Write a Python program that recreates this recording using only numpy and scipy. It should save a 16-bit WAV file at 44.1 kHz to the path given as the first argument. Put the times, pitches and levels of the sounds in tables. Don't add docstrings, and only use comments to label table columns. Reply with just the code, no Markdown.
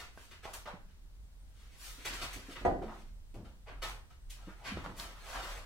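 import sys
import numpy as np
from scipy import signal
from scipy.fft import rfft, irfft, next_fast_len
from scipy.io import wavfile
from scipy.ndimage import uniform_filter1d

SR = 44100
rng = np.random.default_rng(int(sys.argv[2]) if len(sys.argv) > 2 else 0)


def unload_wav(signal):
    wavfile.write(
        sys.argv[1],
        SR,
        np.round(np.clip(np.atleast_2d(signal).T, -1, 1) * 32767).astype(np.int16),
    )


N = 249473
T = np.arange(N) / SR


# (time [s], rise [s], relative level [dB], body [dB], sheen [dB])
PAW_STROKES = [ (-.025, 0.027, -48, -3.5, 1.5), (0.175, .012, -59.5, -12, -5), (.08, 0.17, -66.5, -3, 13.5),
               (.302, 0.016, -51, -13.5, -6.5), (.42, 0.027, -51, 0, -3), (.45, 0.002, -53.5, 10.5, -4),
               (0.454, 0.064, -69, -2, 16.5), (.53, 0.0083, -53.5, 2.5, 20), (.654, 0.004, -46.5, -4, -16),
               (.673, 0.0015, -52, 10.5, -8), (.87, 0.026, -68.5, -11, -6), (1.74, 0.14, -57.5, -8, 19.5),
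               (2.043, 0.015, -38, -8, 2), (2.208, 0.015, -40.5, -4.5, 2), (2.323, 0.013, -52, 0.5, 13),
               (2.547, 0.019, -41.5, -11, -24), (2.815, .012, -61.5, 4, 0), (2.85, 0.046, -52.5, 7.5, -37),
               (3.34, 0.0028, -63.5, 4.5, 5), (3.44, 0.015, -63, 3, -3), (3.654, 0.036, -47, -4.5, -27),
               (3.815, 0.015, -39, -3, -0.5), (3.86, 0.032, -58.5, 11, 14.5), (4.092, 0.018, -66, -1.5, 1),
               (4.294, 0.012, -53.5, -26, 11.5), (4.464, 0.032, -50, -10, -51), (4.58, 0.042, -67, 11, -15),
               (4.625, 0.054, -39.5, -9, -9.5), (4.766, 0.0033, -50.5, 2.5, -11),
               (4.838, 0.004, -51, 9, -7), (4.95, 0.053, -57.5, -9, 21), (5.352, 0.0021, -41.5, 4, -25),
               (5.405, 0.032, -49, 0, 1)]

def scuffs(base_t60_s=0.25, t60_per_rise=1.4):
    out, t = np.zeros((2, N)), T[:SR]
    for start_s, rise_s, level_db, body_db, sheen_db in PAW_STROKES:
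        t60_s = base_t60_s + t60_per_rise * rise_s
        swell = np.sin(np.pi / 2 * np.minimum(t / rise_s, 1)) ** 2
        decay = amp(level_db - 60 * np.maximum(t - rise_s, 0) / t60_s)
        add(out, start_s, rub(swell * decay, body_db, sheen_db))
    return out


# (time [s], effort [dB])
KITTEN_EFFORT = [(4.29, -77), (4.38, -68), (4.45, -68), (4.94, -68), (5.02, -50), (5.12, -59.5),
                 (5.23, -61.5), (5.29, -51.5), (5.53, -51.5), (5.66, -69.5)]
# (time [s], effort [dB])
CAT_EFFORT = [(1.45, -86), (1.61, -69), (1.97, -63), (2.14, -47.5), (2.44, -62.5), (2.53, -55), (2.77, -77),
              (3.0, -65), (3.12, -81)]

def rustle(effort, body_db, sheen_db, uneven_db=2.14, uneven_hz=18):
    effort_db = np.interp(T, *np.transpose(effort), left=-np.inf, right=-np.inf)
    return rub(amp(effort_db + uneven_db * drift(uneven_hz)), body_db, sheen_db)


# (frequency [Hz], gain [dB])
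CLOTH_SPECTRUM = [(50, -15.5), (100, 2), (180, -9), (320, -7), (520, -0.5), (900, 3), (1300, 2.5),
                  (2000, -0.5), (3200, -3.5), (4800, -8), (8000, -14), (12000, -20), (15500, -25)]

def rub(stroke, body_db, sheen_db, snags_per_s=2500, snag_share=0.098, body_hz=780, sheen_hz=5200):
    size = len(stroke)
    slip, sign = rng.standard_normal((2, size))
    snag_db = 2 * np.minimum(rng.exponential(1, size), 4)
    snags = np.sign(sign) * amp(snag_db) * (rng.random(size) < snags_per_s / SR)
    fibres = crinkled(np.sqrt(snag_share) * unit_rms(snags) + np.sqrt(1 - snag_share) * slip)
    body = lambda hz: np.exp(-np.log2((hz + 1) / body_hz) ** 2)
    sheen = lambda hz: hz ** 2 / (hz ** 2 + sheen_hz ** 2)
    gain = lambda hz: amp(at_hz(CLOTH_SPECTRUM, hz) + body_db * body(hz) + sheen_db * sheen(hz))
    return split(filtered(fibres * stroke, gain), direct=0.32)


def crinkled(x, depth_db=0.3):
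    spectra = signal.stft(x, SR, nperseg=256)[2]
    folds = uniform_filter1d(rng.standard_normal(spectra.shape), size=7, axis=0)
    folds = unit_rms(uniform_filter1d(folds, size=6, axis=1))
    return unit_rms(signal.istft(spectra * amp(depth_db * folds), SR, nperseg=256)[1][:len(x)])


# (time [s], level [dB], pitch [Hz], puff t60 [s])
LANDINGS = [(0.175, -65, 242, 0.02), (0.734, -42, 188, 0.071), (1.048, -68, 334, 0.096),
            (2.659, -32, 76.8, 0.32), (2.816, -35, 390, 0.19), (3.342, -43.5, 280, 0.4),
            (3.361, -40.5, 110, 0.38), (4.471, -40.5, 186.6, 0.099), (4.717, -33.5, 197, 0.021),
            (4.74, -33.5, 85.6, 0.52), (4.862, -42, 183, 0.34), (4.986, -49.5, 204.6, 0.35)]

def landings():
    out = np.zeros((2, N))
    for start_s, level_db, hz, t60_s in LANDINGS:
        add(out, start_s, split(thud(level_db, hz, t60_s), direct=0.86))
    return out


def cat_steps(count=6, start_s=1.98, step_s=0.126, first_db=-50, approach_db_per_s=15.5):
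    out = np.zeros((2, N))
    for walked_s in step_s * np.arange(count):
        step = thud(first_db + approach_db_per_s * walked_s, hz=270, t60_s=0.16)
        add(out, start_s + walked_s, split(step, direct=0.74))
    return out


def thud(level_db, hz, t60_s, band_ratio=1.84, puff_db=-2.5, decay_cycles=3):
    t = T[:SR // 2]
    band = signal.butter(2, [hz / band_ratio, hz * band_ratio], "band", fs=SR, output="sos")
    noise = rng.standard_normal(len(t))
    envelope = amp(-60 * t / t60_s) * (1 - np.exp(-20 * t / t60_s))
    puff = signal.sosfilt(band, noise * envelope) / signal.sosfilt(band, noise).std()
    swing = np.sin(2 * np.pi * hz * t) * np.exp(-t * hz / decay_cycles) * (1 - np.exp(-2 * t * hz))
    return amp(level_db) * (swing + amp(puff_db) * puff)


# (time [s], peak [dB], pitch [Hz], 1/e decay [cycles])
CLAW_TAPS = [(0.1755, -35, 550, 0.11), (0.1766, -45, 1555, 7.1), (0.4551, -27.5, 970, 0.36),
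             (.675, -38, 910, .4), (4.7723, -26.5, 440, 0.19), (4.862, -26.5, 1240, 0.38),
             (4.902, -33, 874, 0.35), (4.999, -24, 4170, 1.5), (5.355, -41, 1390, 1.1)]

def taps():
    out, t = np.zeros((2, N)), T[:SR // 50]
    for start_s, peak_db, hz, decay_cycles in CLAW_TAPS:
        tap = np.sin(2 * np.pi * hz * t) * np.exp(-t * hz / decay_cycles)
        add(out, start_s, split(amp(peak_db) * tap / tap.max(), direct=0.57))
    return out


# (time [s], level [dB])
PANEL_BLOWS = [(2.6503, -24), (2.6545, -31), (2.6601, -31.5), (2.678, -52), (2.692, -48), (2.818, -47.5)]
# (frequency [Hz], relative level [dB], t60 [s])
PANEL_MODES = [(214.8, -20, 0.69), (299, -26, 0.2), (349, 1.5, 0.19), (390.6, -14, 0.26), (483, -32, 0.053),
               (534, -5, 0.15), (619, -12, 0.27), (699.5, -8.5, 0.43), (726, -17, 0.24), (744, -10, 0.14),
               (790, -14.5, .27), (1037, -19, 0.16), (1230, -15, 0.11), (1294, -21.5, 0.073),
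               (1482, -24.5, 0.35), (1808, -21, 0.3), (1945, -21, .22)]
# (frequency [Hz], relative density [dB])
BLOW_SPECTRUM = [(60, -10), (200, -0.5), (330, 2), (850, 7), (1100, -10), (1500, -14), (2000, -17.5),
                 (2600, -27), (5000, -34), (7000, -39), (15000, -55.5)]

def knock(blow_db=4.5, blow_t60_s=0.11, ring_db=-2.0, contact_s=0.00019):
    out, t = np.zeros((2, N)), T[:SR]
    onset = 1 - np.exp(-(t / contact_s) ** 2)
    ring = sum((-1) ** k * amp(db - 60 * t / t60_s) * np.sin(2 * np.pi * hz * t)
               for k, (hz, db, t60_s) in enumerate(PANEL_MODES))
    for start_s, level_db in PANEL_BLOWS:
        noise = unit_rms(filtered(rng.standard_normal(SR), lambda hz: amp(at_hz(BLOW_SPECTRUM, hz))))
        blow = noise * amp(blow_db - 60 * t / blow_t60_s)
        add(out, start_s, split(amp(level_db) * onset * (amp(ring_db) * ring + blow), direct=0.2))
    return out


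# (frequency [Hz], t60 [s])
ROOM_DECAY = [(100, 1), (260, 0.7), (700, 0.29), (1800, 0.42), (5000, 0.32), (14000, 0.16)]

def echoes(echoes_per_s=5000, early_db=6, early_s=0.0029):
    reflections = diffuse(rng.choice([-1., 1.], (2, SR)) * (rng.random((2, SR)) < echoes_per_s / SR))
    hz, t, spectra = signal.stft(reflections, SR, nperseg=256)
    decay = amp(-60 * t / at_hz(ROOM_DECAY, hz)[:, None])
    spectra = spectra * decay * (1 + amp(early_db) * np.exp(-t / early_s))
    spectra /= np.linalg.norm(spectra, axis=2, keepdims=True)
    response = signal.istft(spectra, SR, nperseg=256)[1]
    return unit_rms(response) / np.sqrt(response.shape[1])


def room(x, patterns=8, crossfade_s=0.04):
    out = np.zeros((2, N))
    for k in range(patterns):
        away = np.minimum(abs((T / crossfade_s - k) % patterns - patterns / 2), 1)
        portion = x * np.cos(np.pi / 2 * away)
        out += signal.fftconvolve(portion[None], echoes(), axes=1)[:, :N]
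    return out


# (time [s], length [s], level [dB], start pitch [Hz], glide [Hz/s])
TWITTER_SPELLS = [(1.193, 0.59, -79.5, 8330, 2000), (2.6, 2.5, -81.5, 8300, 49.8)]

def twitter(waver_hz=300, wander_hz=140, flicker_db=3.5):
    out = np.zeros(N)
    for start_s, length_s, level_db, hz, glide_hz_per_s in TWITTER_SPELLS:
        t = np.clip(T - start_s, 0, length_s)
        pitch_hz = hz + glide_hz_per_s * t + waver_hz * drift(400) + wander_hz * drift(15)
        swell = np.sqrt(abs(np.sin(np.pi * t / length_s)))
        out += swell * amp(level_db + flicker_db * drift(13.5)) * tone(pitch_hz)
    return split(out, direct=0.3)


# (time [s], relative level [dB])
RUMBLE_LEVEL = [(0.0, -56.5), (0.36, -83), (0.44, -54.5), (1.98, -56.5), (2.25, -44.5), (2.58, -57),
                (2.66, -43), (3.01, -55.5), (3.05, -46.5), (3.69, -59.5), (3.81, -40.5), (4.16, -60),
                (4.29, -43.5), (4.39, -54), (5.23, -53), (5.28, -57), (5.55, -41.5), (5.66, -53)]

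def rumble(pitch_hz=40, wander_hz=7, cutoff_hz=95, noise_db=-11, swell_db=3, trim_db=-1):
    drone = unit_rms(tone(pitch_hz + wander_hz * drift(14.3)))
    noise = diffuse_noise(lambda hz: 1 / (1 + (hz / cutoff_hz) ** 4))
    level_db = trim_db + np.interp(T, *np.transpose(RUMBLE_LEVEL)) + swell_db * drift(9)
    return amp(level_db) * (drone + amp(noise_db) * noise)


# (frequency [Hz], relative density [dB])
AIR_SPECTRUM = [(20, -4), (42, -1), (72, -2), (115, -14), (170, -18.5), (350, -30), (800, -33), (1500, -35),
                (4000, -37), (8500, -40.5), (12000, -43), (15500, -43.5)]

def air(level_db=-57):
    return amp(level_db) * diffuse_noise(lambda hz: amp(at_hz(AIR_SPECTRUM, hz)))


# (frequency [Hz], left-right correlation [-1..1])
CORRELATION = [(50, 0.43), (300, 0.81), (700, 0.49), (1100, 0.46), (1700, -0.14), (2400, -0.57),
               (4000, -0.26), (15000, -0.33)]

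def diffuse(pair):
    mid = filtered(pair[0], lambda hz: np.sqrt((1 + at_hz(CORRELATION, hz)) / 2))
    side = filtered(pair[1], lambda hz: np.sqrt((1 - at_hz(CORRELATION, hz)) / 2))
    return np.array([mid + side, mid - side])


def diffuse_noise(gain):
    return unit_rms(filtered(diffuse(rng.standard_normal((2, N))), gain))


def drift(bandwidth_hz):
    return unit_rms(filtered(rng.standard_normal(N), lambda hz: np.exp(-(hz / bandwidth_hz) ** 2)))


def tone(hz):
    return np.sin(2 * np.pi * np.cumsum(hz) / SR)


def split(sound, direct):
    return np.sqrt([[direct], [1 - direct]]) * sound


def filtered(x, gain):
    size = next_fast_len(x.shape[-1] + SR // 10)
    return irfft(rfft(x, size) * gain(np.fft.rfftfreq(size, 1 / SR)), size)[..., :x.shape[-1]]


def at_hz(table, hz):
    table_hz, values = np.transpose(table)
    return np.interp(np.log(hz + 1), np.log(table_hz + 1), values)


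def add(mix, start_s, sound):
    start = round(start_s * SR)
    sound = sound[..., max(-start, 0):]
    part = mix[..., max(start, 0):][..., :sound.shape[-1]]
    part += sound[..., :part.shape[-1]]


def amp(db):
    return 10 ** (np.asarray(db) / 20)


def unit_rms(x):
    return x / np.sqrt(np.mean(x ** 2) + 1e-20)


def scene(cloth_db=12):
    cloth = scuffs() + rustle(CAT_EFFORT, body_db=-9, sheen_db=4)
    cloth += rustle(KITTEN_EFFORT, body_db=1.5, sheen_db=4)
    feet = landings() + cat_steps() + taps()
    straight, scattered = amp(cloth_db) * cloth + feet + knock() + twitter()
    return straight + room(scattered) + rumble() + air()


# (frequency [Hz], left minus right [dB])
STEREO_BALANCE = [(200, -1), (900, -0.4), (2000, -0.5), (5000, 2), (12000, 2)]

def record(dry, cutoff_hz=15900):
    tilted = filtered(dry, lambda hz: amp(np.array([[.5], [-.5]]) * at_hz(STEREO_BALANCE, hz)))
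    lowpass = signal.firwin(511, cutoff_hz, window=("kaiser", 9), fs=SR)
    return signal.oaconvolve(tilted, lowpass[None], "same")


dry = scene()
out = record(dry)
unload_wav(out)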